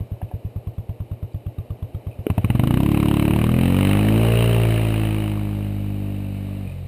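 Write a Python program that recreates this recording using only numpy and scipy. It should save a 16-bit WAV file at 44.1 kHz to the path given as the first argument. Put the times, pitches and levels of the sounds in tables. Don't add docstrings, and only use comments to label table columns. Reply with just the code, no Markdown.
import sys
import numpy as np
from scipy import signal
from scipy.fft import rfft, irfft
from scipy.io import wavfile

SR = 44100
rng = np.random.default_rng(int(sys.argv[2]) if len(sys.argv) > 2 else 0)


def log_audio(samples):
    frames = np.atleast_2d(samples).T
    limited = np.clip(frames, -1, 1)
    pcm = np.round(limited * 32767).astype(np.int16)
    wavfile.write(sys.argv[1], SR, pcm)


def boost(x):
    u = np.asarray(x, float) / 20
    return 10 ** u


N = 302967
T = np.arange(N) / SR

# time_s, firings_per_s
SPEED = [(0.0, 9.03), (1.04, 9.03), (1.42, 8.34), (2.24, 8.19), (2.36, 13.53), (2.47, 17.29), (2.72, 30.08),
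         (2.87, 35.88), (3.22, 35.68), (3.4, 37.68), (3.64, 44.08), (4.21, 56.05), (4.41, 57.81),
         (5.37, 51.75), (6.37, 49.02), (6.62, 49.45), (6.68, 44.97), (6.87, 45.37)]
# time_s, throttle_0_to_1, charge_db, loss_by_distance_and_terrain_db
DRIVE = [(0, 0, 1, -1), (1, 0.09, 1.5, 1), (2.07, 0.22, -2.5, -1), (2.19, 0, -4.5, -3), (2.25, .1, -5, -3),
         (2.3, 0.85, 2, 0.5), (2.64, 0.98, 3, 2.5), (3.45, 0.99, 0, 0), (3.9, 1, 2, 1),
         (4.35, 0.99, -2.5, -0.5), (4.75, 0.97, -2.5, 1.5), (5.1, 0.82, 0.5, 4), (5.45, 0.91, -0.5, 9.5),
         (5.9, 0.95, 1, 12.5), (6.64, 0.97, -1.5, 13.5), (6.69, 0.63, -1, 11), (6.87, 0.5, 5, 15)]
# centre_s, level_db
SURGES = [
    (2.55, 1.5),
    (2.86, -3.5),
    (3.15, 1),
    (3.53, -3.5),
    (3.9, 2.5),
    (4.15, -1.5),
    (4.4, 1),
    (5.27, 0.5),
]
# speed_firings_per_s, suction_dip_0_to_1, echo_0_to_1, round_trip_ms, muffler_ring_over_puff_db
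PIPE_RESPONSE = [
    [(8.16, 0.23, 0, 14.4, -0.5), (9.17, 0.12, 0, 13.6, -1), (11.1, 0.53, 0.47, 12.1, -9),
     (19, 1, 0.42, 9.6, -5), (26.4, 1, 0.54, 8.45, -10), (33.7, 1, 0.26, 8.6, -29),
     (36.64, 0.86, 0.08, 10.8, -45), (36.6, 1, 0.5, 12.4, -21), (41.8, 0.9, 0.4, 9.7, -11),
     (44, 1, 0.6, 10.27, -26), (52.3, 0.37, 0.6, 8.96, -42), (57.2, 0.72, 0.56, 10.18, -14)],
    [(46, 0.7, .6, 9.6, -5), (46, 0.76, .8, 11, -30), (49.1, 0.7, 0.92, 10.9, -37),
     (50.86, 0.62, .94, 10.5, -35), (51.55, 0.55, 0.94, 9.7, -33), (53, .6, 0.62, 10.1, -38),
     (56.2, 0.73, 0.65, 10.4, -10.5), (58.4, 0.7, 0.47, 9.76, -15)],
]
# speed_firings_per_s, level_over_puff_db, lead_before_puff_cycles, pitch_hz
AIRBOX_HONK = [
    [(9, -23, 1, 210), (18.5, -37, 0.44, 290), (25.8, -13, 0.47, 290), (32.2, -11, .38, 293),
     (36.6, -8, 0.347, 306), (37.6, -12.5, 0.342, 288), (40.5, -13, 0.351, 278), (47.5, -19, 0.354, 258),
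     (52.5, -6.5, 0.286, 276), (59.4, -10, 0.33, 298)],
    [(45.5, -21, 0.484, 240), (46, -13, 0.39, 280), (49.1, -10.5, 0.373, 293), (49.74, -6.5, 0.373, 297),
     (51, -13.5, 0.358, 299), (52.7, -8, 0.341, 306), (56.4, -8, 0.329, 269), (59, -11.5, 0.338, 260)],
]
# speed_firings_per_s, ring_over_puff_db, ring_pitch_hz, bark_near_1_khz_over_crack_db
TAILPIPE = [
    [(8.55, -27, 573, 15), (14.1, -10.5, 625, 11.5), (18.6, -40, 700, 11.5), (35.3, -40, 490, 10.5),
     (42.6, -55, 920, 5), (55.3, -13, 405, 6), (57.4, -5, 424, -4)],
    [(47, -18, 450, -22.5), (49.9, -20, 555, -19), (51.2, -14, 565, 7), (54.3, -27, 400, 2),
     (55.9, -6.5, 362, 3), (58.05, -5, 420, -4)],
]
# pitch_hz, level_db, t60_s
MUFFLER_MODES = [(92.5, -1, 0.11), (61.4, -6.5, 0.092), (129, -2, 0.04)]
# pitch_hz, level_db, t60_s
ECHO_MODES = [(116, -4.5, 0.15)]
# frequency_hz, density_db_per_hz
GAS_COLOUR = [(410, -25.5), (700, -2), (1040, -11), (1150, -2.5), (1370, -8.5), (1950, -6.5), (2840, -2.5),
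              (3020, -3), (3390, -19), (3950, -11), (4470, -32.5), (5400, -27), (5900, -32), (7670, -70),
              (13000, -120)]
# frequency_hz, density_db_per_hz
RUSH_COLOUR = [(25, -38), (60, 2.5), (150, -1.5), (300, 2.5), (600, 1.5), (800, -6), (1100, -17.5),
               (1600, -34.5)]
# frequency_hz, density_db_per_hz
FOREST_COLOUR = [(300, -19), (1200, -12), (1800, -11), (2400, 5), (3000, -16), (3700, -2), (4800, -10.5),
                 (5900, -22)]
# pitch_hz, spread_percent, level_over_crack_db, t60_s, share_of_bark
OUTLET_RINGS = [(950, 9, -5, .022, 1), (2740, 6, 3, .024, -.9)]
# multiple_of_firing_rate, level_db
WHINE_ORDERS = [(11, -27.5), (12, -35.5), (13, -35)]
# frequency_hz, gain_db
COVER_RESONANCE = [(290, -45), (390, -6), (470, -7), (530, -3), (590, -3.5), (635, 0), (700, 1.5),
                   (750, -8)]
# start_s, peak_db, pitch_hz, t60_s
RACK_TICKS = [(0.2157, -20.5, 730, 0.024), (0.218, -30, 1700, 0.011), (.2175, -39, 2800, .015),
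              (.289, -46, 2580, .03), (.3135, -24.5, 730, 0.03), (.315, -42, 1700, 0.017),
              (1.321, -50, 3930, .02), (1.333, -53, 4700, .02), (1.951, -56, 3740, 0.053),
              (2.113, -39, 2600, .025), (2.128, -42, 2450, 0.027), (2.142, -46, 2550, .03)]
# pitch_hz, level_db, t60_s
KNOCK_MODES = [(330, 11, 0.012), (414, -16.5, 0.11), (510, -28, 0.023), (1400, -18, 0.011),
               (2370, -14.5, 0.0099), (2900, -18, .014)]

START_CYCLE = -.0714
KNOCK_S, KNOCK_DB = 2.2663, -5
KNOCK_SWELL_S, KNOCK_EDGE_S, CRACK_EDGE_S = .0017, .0007, .0005
HONK_HALF_MS, SURGE_HALF_S = 5.54, 0.073
PUFF_DB, RISE_MS, CRACK_DB, WHINE_DB = (-18.5, -6), (2.43, 1.045), (-52, -23.5), (-17, 0)
ROAR_DB, RUSH_DB, FOREST_DB = (-62.5, -54), (-46.5, -43), (-67, -65)
IDLE_PER_S, ROAR_DB_PER_OCTAVE, RUSH_DB_PER_OCTAVE, FOREST_DB_PER_OCTAVE = 9.8, 7, 3.5, 7.5
ROAR_FADE, RUSH_FADE, FOREST_FADE, WHINE_FADE = 1.08, 0.9, 0.69, 0.97
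CRACK_FADE_DB, CRACK_FADE_POWER = 14.5, 3.55
CRACK_HOLLOW_DB, CRACK_TOP_DB = -1.5, -1.5
IDLE_LIFT, IDLE_WHISTLE_DB, LIFT_PER_OCTAVE = (1.19, 1.26), (1.5, 11), (0, 0.4)
LIFT_FROM_PER_S = 52.1
HELD_HZ, CLOCK_STEPS = 12000, 4


def at_times(rows, times):
    s, *columns = np.transpose(rows)
    return [np.interp(times, s, column) for column in columns]


def add(out, start_s, sound):
    i = round(start_s * SR)
    part = out[max(i, 0):i + len(sound)]
    part += sound[max(-i, 0):][:len(part)]


def bell(s, half_s):
    return np.exp(-(s / half_s) ** 2)


def struck(s, modes):
    s = np.maximum(s, 0)
    return sum(boost(db - 60 * s / t60) * np.sin(2 * np.pi * hz * s) for hz, db, t60 in modes)


def noise_bands(colour, count):
    hz = np.arange(1, N // 2 + 2) * SR / N
    at_hz, db = np.transpose(colour)
    spectrum = rfft(rng.standard_normal(N)) * boost(np.interp(np.log(hz), np.log(at_hz), db))
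    place = np.interp(np.log(hz), np.log([500, 5000]), [0, count - 1])
    bands = np.array([irfft(spectrum * np.maximum(1 - abs(place - k), 0), N) for k in range(count)])
    return bands / np.std(bands.sum(0))


def cycles():
    return START_CYCLE + np.cumsum(at_times(SPEED, T)[0]) / SR


def firings():
    return np.interp(np.arange(int(cycles()[-1]) + 1), cycles(), T)


def controls(times):
    throttle, charge_db, loss_db = at_times(DRIVE, times)
    throttle = np.clip(throttle, 0, 1)
    return at_times(SPEED, times)[0], charge_db, loss_db, lambda pair: pair[0] + (pair[1] - pair[0]) * throttle


def by_speed(maps, times):
    speed = at_times(SPEED, times)[0]
    easing = times > times[np.argmax(speed)]
    return np.where(easing, at_times(maps[1], speed), at_times(maps[0], speed))


def puff(s, rise_s):
    x = np.maximum(s / rise_s + 1, 0)
    return x ** 2 * np.exp(2 - 2 * x)


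def stroke_settings(fired):
    _, charge_db, loss_db, by_throttle = controls(fired)
    dip, echo, trip_ms, ring_db = by_speed(PIPE_RESPONSE, fired)
    honk_db, lead, honk_hz = by_speed(AIRBOX_HONK, fired)
    tail_db, tail_hz, _ = by_speed(TAILPIPE, fired)
    puff_db = by_throttle(PUFF_DB) + charge_db - loss_db
    return [puff_db, by_throttle(RISE_MS), dip, echo, trip_ms, puff_db + ring_db, puff_db + honk_db, lead, honk_hz,
            puff_db + tail_db, tail_hz]


def exhaust(fired):
    out, s = np.zeros(N), np.arange(-.06, .11, 1 / SR)
    chance = rng.standard_normal((len(fired), 4))
    rows = np.transpose(stroke_settings(fired))
    for at, cycle_s, luck, row in zip(fired, np.gradient(fired), chance, rows):
        puff_db, rise_ms, dip, echo, trip_ms, ring_db, honk_db, lead, honk_hz, tail_db, tail_hz = row
        rise, trip = rise_ms / 1000, trip_ms / 1000
        pipe = puff(s, rise)
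        pipe += echo * bell(s - trip, 1.15 * rise) + echo ** 2 * bell(s - 2 * trip, 1.9 * rise)
        pipe -= dip * bell(s + 2.11 * rise, 0.0012)
        ring = struck(s + rise, MUFFLER_MODES) * (1 - bell(s + rise, 0.0036))
        ring += struck(s + 1.61 * rise - trip, ECHO_MODES)
        tail = struck(s + rise, [(tail_hz, 0, .03)])
        early = s + lead * cycle_s
        honk = bell(early * 1000, HONK_HALF_MS) * np.cos(2 * np.pi * honk_hz * early)
        db = np.array([puff_db, ring_db, honk_db, tail_db]) + 0.21 * luck
        add(out, at + s[0], boost(db) @ [pipe, ring, honk, tail])
    return signal.sosfilt([signal.butter(2, hz, "high", fs=SR, output="sos")[0] for hz in (38, 28)], out)


def gas_levels():
    speed, charge_db, loss_db, by_throttle = controls(T)
    octaves = np.log2(speed / IDLE_PER_S)
    crack_loss_db = CRACK_FADE_DB * (np.maximum(loss_db, 0) / 10) ** CRACK_FADE_POWER
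    return (by_throttle(CRACK_DB) + 0.25 * charge_db - crack_loss_db,
            by_speed(TAILPIPE, T)[-1],
            by_throttle(ROAR_DB) + ROAR_DB_PER_OCTAVE * octaves - ROAR_FADE * loss_db,
            by_throttle(RUSH_DB) + RUSH_DB_PER_OCTAVE * octaves - RUSH_FADE * loss_db,
            by_throttle(FOREST_DB) + FOREST_DB_PER_OCTAVE * octaves - FOREST_FADE * loss_db)


def surge():
    return sum(db * bell(T - at, SURGE_HALF_S) for at, db in SURGES)


def outlet_rings(since, last, luck, bark_db):
    out, idle = 0, T < KNOCK_S
    octaves = np.log2(at_times(SPEED, T)[0] / LIFT_FROM_PER_S)
    for k, (hz, spread, db, t60, share) in enumerate(OUTLET_RINGS):
        pitch, strength = luck[last, 2 * k], luck[last, 2 * k + 1]
        lift = np.where(idle, IDLE_LIFT[k], 1 + LIFT_PER_OCTAVE[k] * np.maximum(octaves, -.3))
        level_db = db + 2.9 * strength + share * bark_db + IDLE_WHISTLE_DB[k] * idle
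        ring_hz = hz * lift * (1 + spread / 100 * pitch)
        out = out + struck(since, [(ring_hz, level_db, t60)]) * (1 - bell(since, 0.0021))
    return out


def gas_noise(fired):
    crack_db, bark_db, roar_db, rush_db, _ = gas_levels()
    idle = T < KNOCK_S
    last = np.clip(np.searchsorted(fired - .0016, T) - 1, 0, None)
    since = np.maximum(T - fired[last] + 0.001863, 0)
    luck = np.clip(rng.standard_normal((len(fired), 12)), -1.5, 1.5)
    colour = boost(2.6 * luck[:, 1:8] + 1.0 * luck[:, :1])[last].T
    colour[1:3] *= boost(bark_db * [[.5], [.4]])
    colour[3] *= boost(CRACK_HOLLOW_DB)
    colour[5:] *= boost(CRACK_TOP_DB)
    colour[5] *= boost(1.2 * idle)
    burst = (1 - np.exp(-since / CRACK_EDGE_S)) * np.exp(-since / 0.0046)
    burst += .22 * bell(since - .021, .004) * idle
    crack = np.sum(noise_bands(GAS_COLOUR, count=7) * colour, axis=0) * burst
    crack += outlet_rings(since, last, luck[:, 8:], bark_db)
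    roar = noise_bands(GAS_COLOUR, count=1)[0] * (1 + .5 * np.exp(-since / 0.0022))
    rush = noise_bands(RUSH_COLOUR, count=1)[0] * (1 + 0.32 * np.exp(-since / 0.073))
    return boost(surge()) * (boost(crack_db) * crack + boost(roar_db) * roar) + boost(rush_db) * rush


def whine():
    speed, _, loss_db, by_throttle = controls(T)
    out, phase = 0, 2 * np.pi * cycles()
    for order, db in WHINE_ORDERS:
        cover_db = at_times(COVER_RESONANCE, order * speed)[0]
        level_db = db + cover_db - WHINE_FADE * loss_db + by_throttle(WHINE_DB)
        out = out + boost(level_db) * np.sin(round(order) * phase)
    return out


def forest_air():
    return boost(gas_levels()[-1]) * noise_bands(FOREST_COLOUR, count=1)[0]


def rack_ticks():
    out, s = np.zeros(N), np.arange(0, .12, 1 / SR)
    for at, db, hz, t60 in RACK_TICKS:
        modes = [(hz, db, t60), (1.156 * hz, db - 11, t60)]
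        add(out, at, struck(s, modes) * (1 - np.exp(-s / 0.0013)))
    return out


def knock():
    out, s = np.zeros(N), np.arange(0, .12, 1 / SR)
    heavy = struck(s, KNOCK_MODES[:3]) * (1 - bell(s, KNOCK_SWELL_S))
    light = struck(s, KNOCK_MODES[3:]) * (1 - bell(s, KNOCK_EDGE_S))
    add(out, KNOCK_S, boost(KNOCK_DB) * (heavy + light))
    return out


def scene():
    fired = firings()
    engine = exhaust(fired) + gas_noise(fired) + whine()
    return (engine + forest_air() + rack_ticks() + knock())[None]


def low_pass(x):
    return signal.sosfilt(signal.butter(12, 16450, fs=SR, output="sos"), x)


def record(dry):
    coarse = signal.resample_poly(dry, HELD_HZ // 300, SR // 300, axis=1)
    held = np.repeat(coarse, CLOCK_STEPS, axis=1)
    out = signal.resample_poly(held, SR // 300, HELD_HZ * CLOCK_STEPS // 300, axis=1)[:, :N]
    out = signal.sosfilt(signal.cheby1(10, 1, 15100, fs=SR, output="sos"), out)
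    mix = np.pad(out, ((0, 0), (0, N - out.shape[1])))
    return low_pass(mix)


dry = scene()
out = record(dry)
log_audio(out)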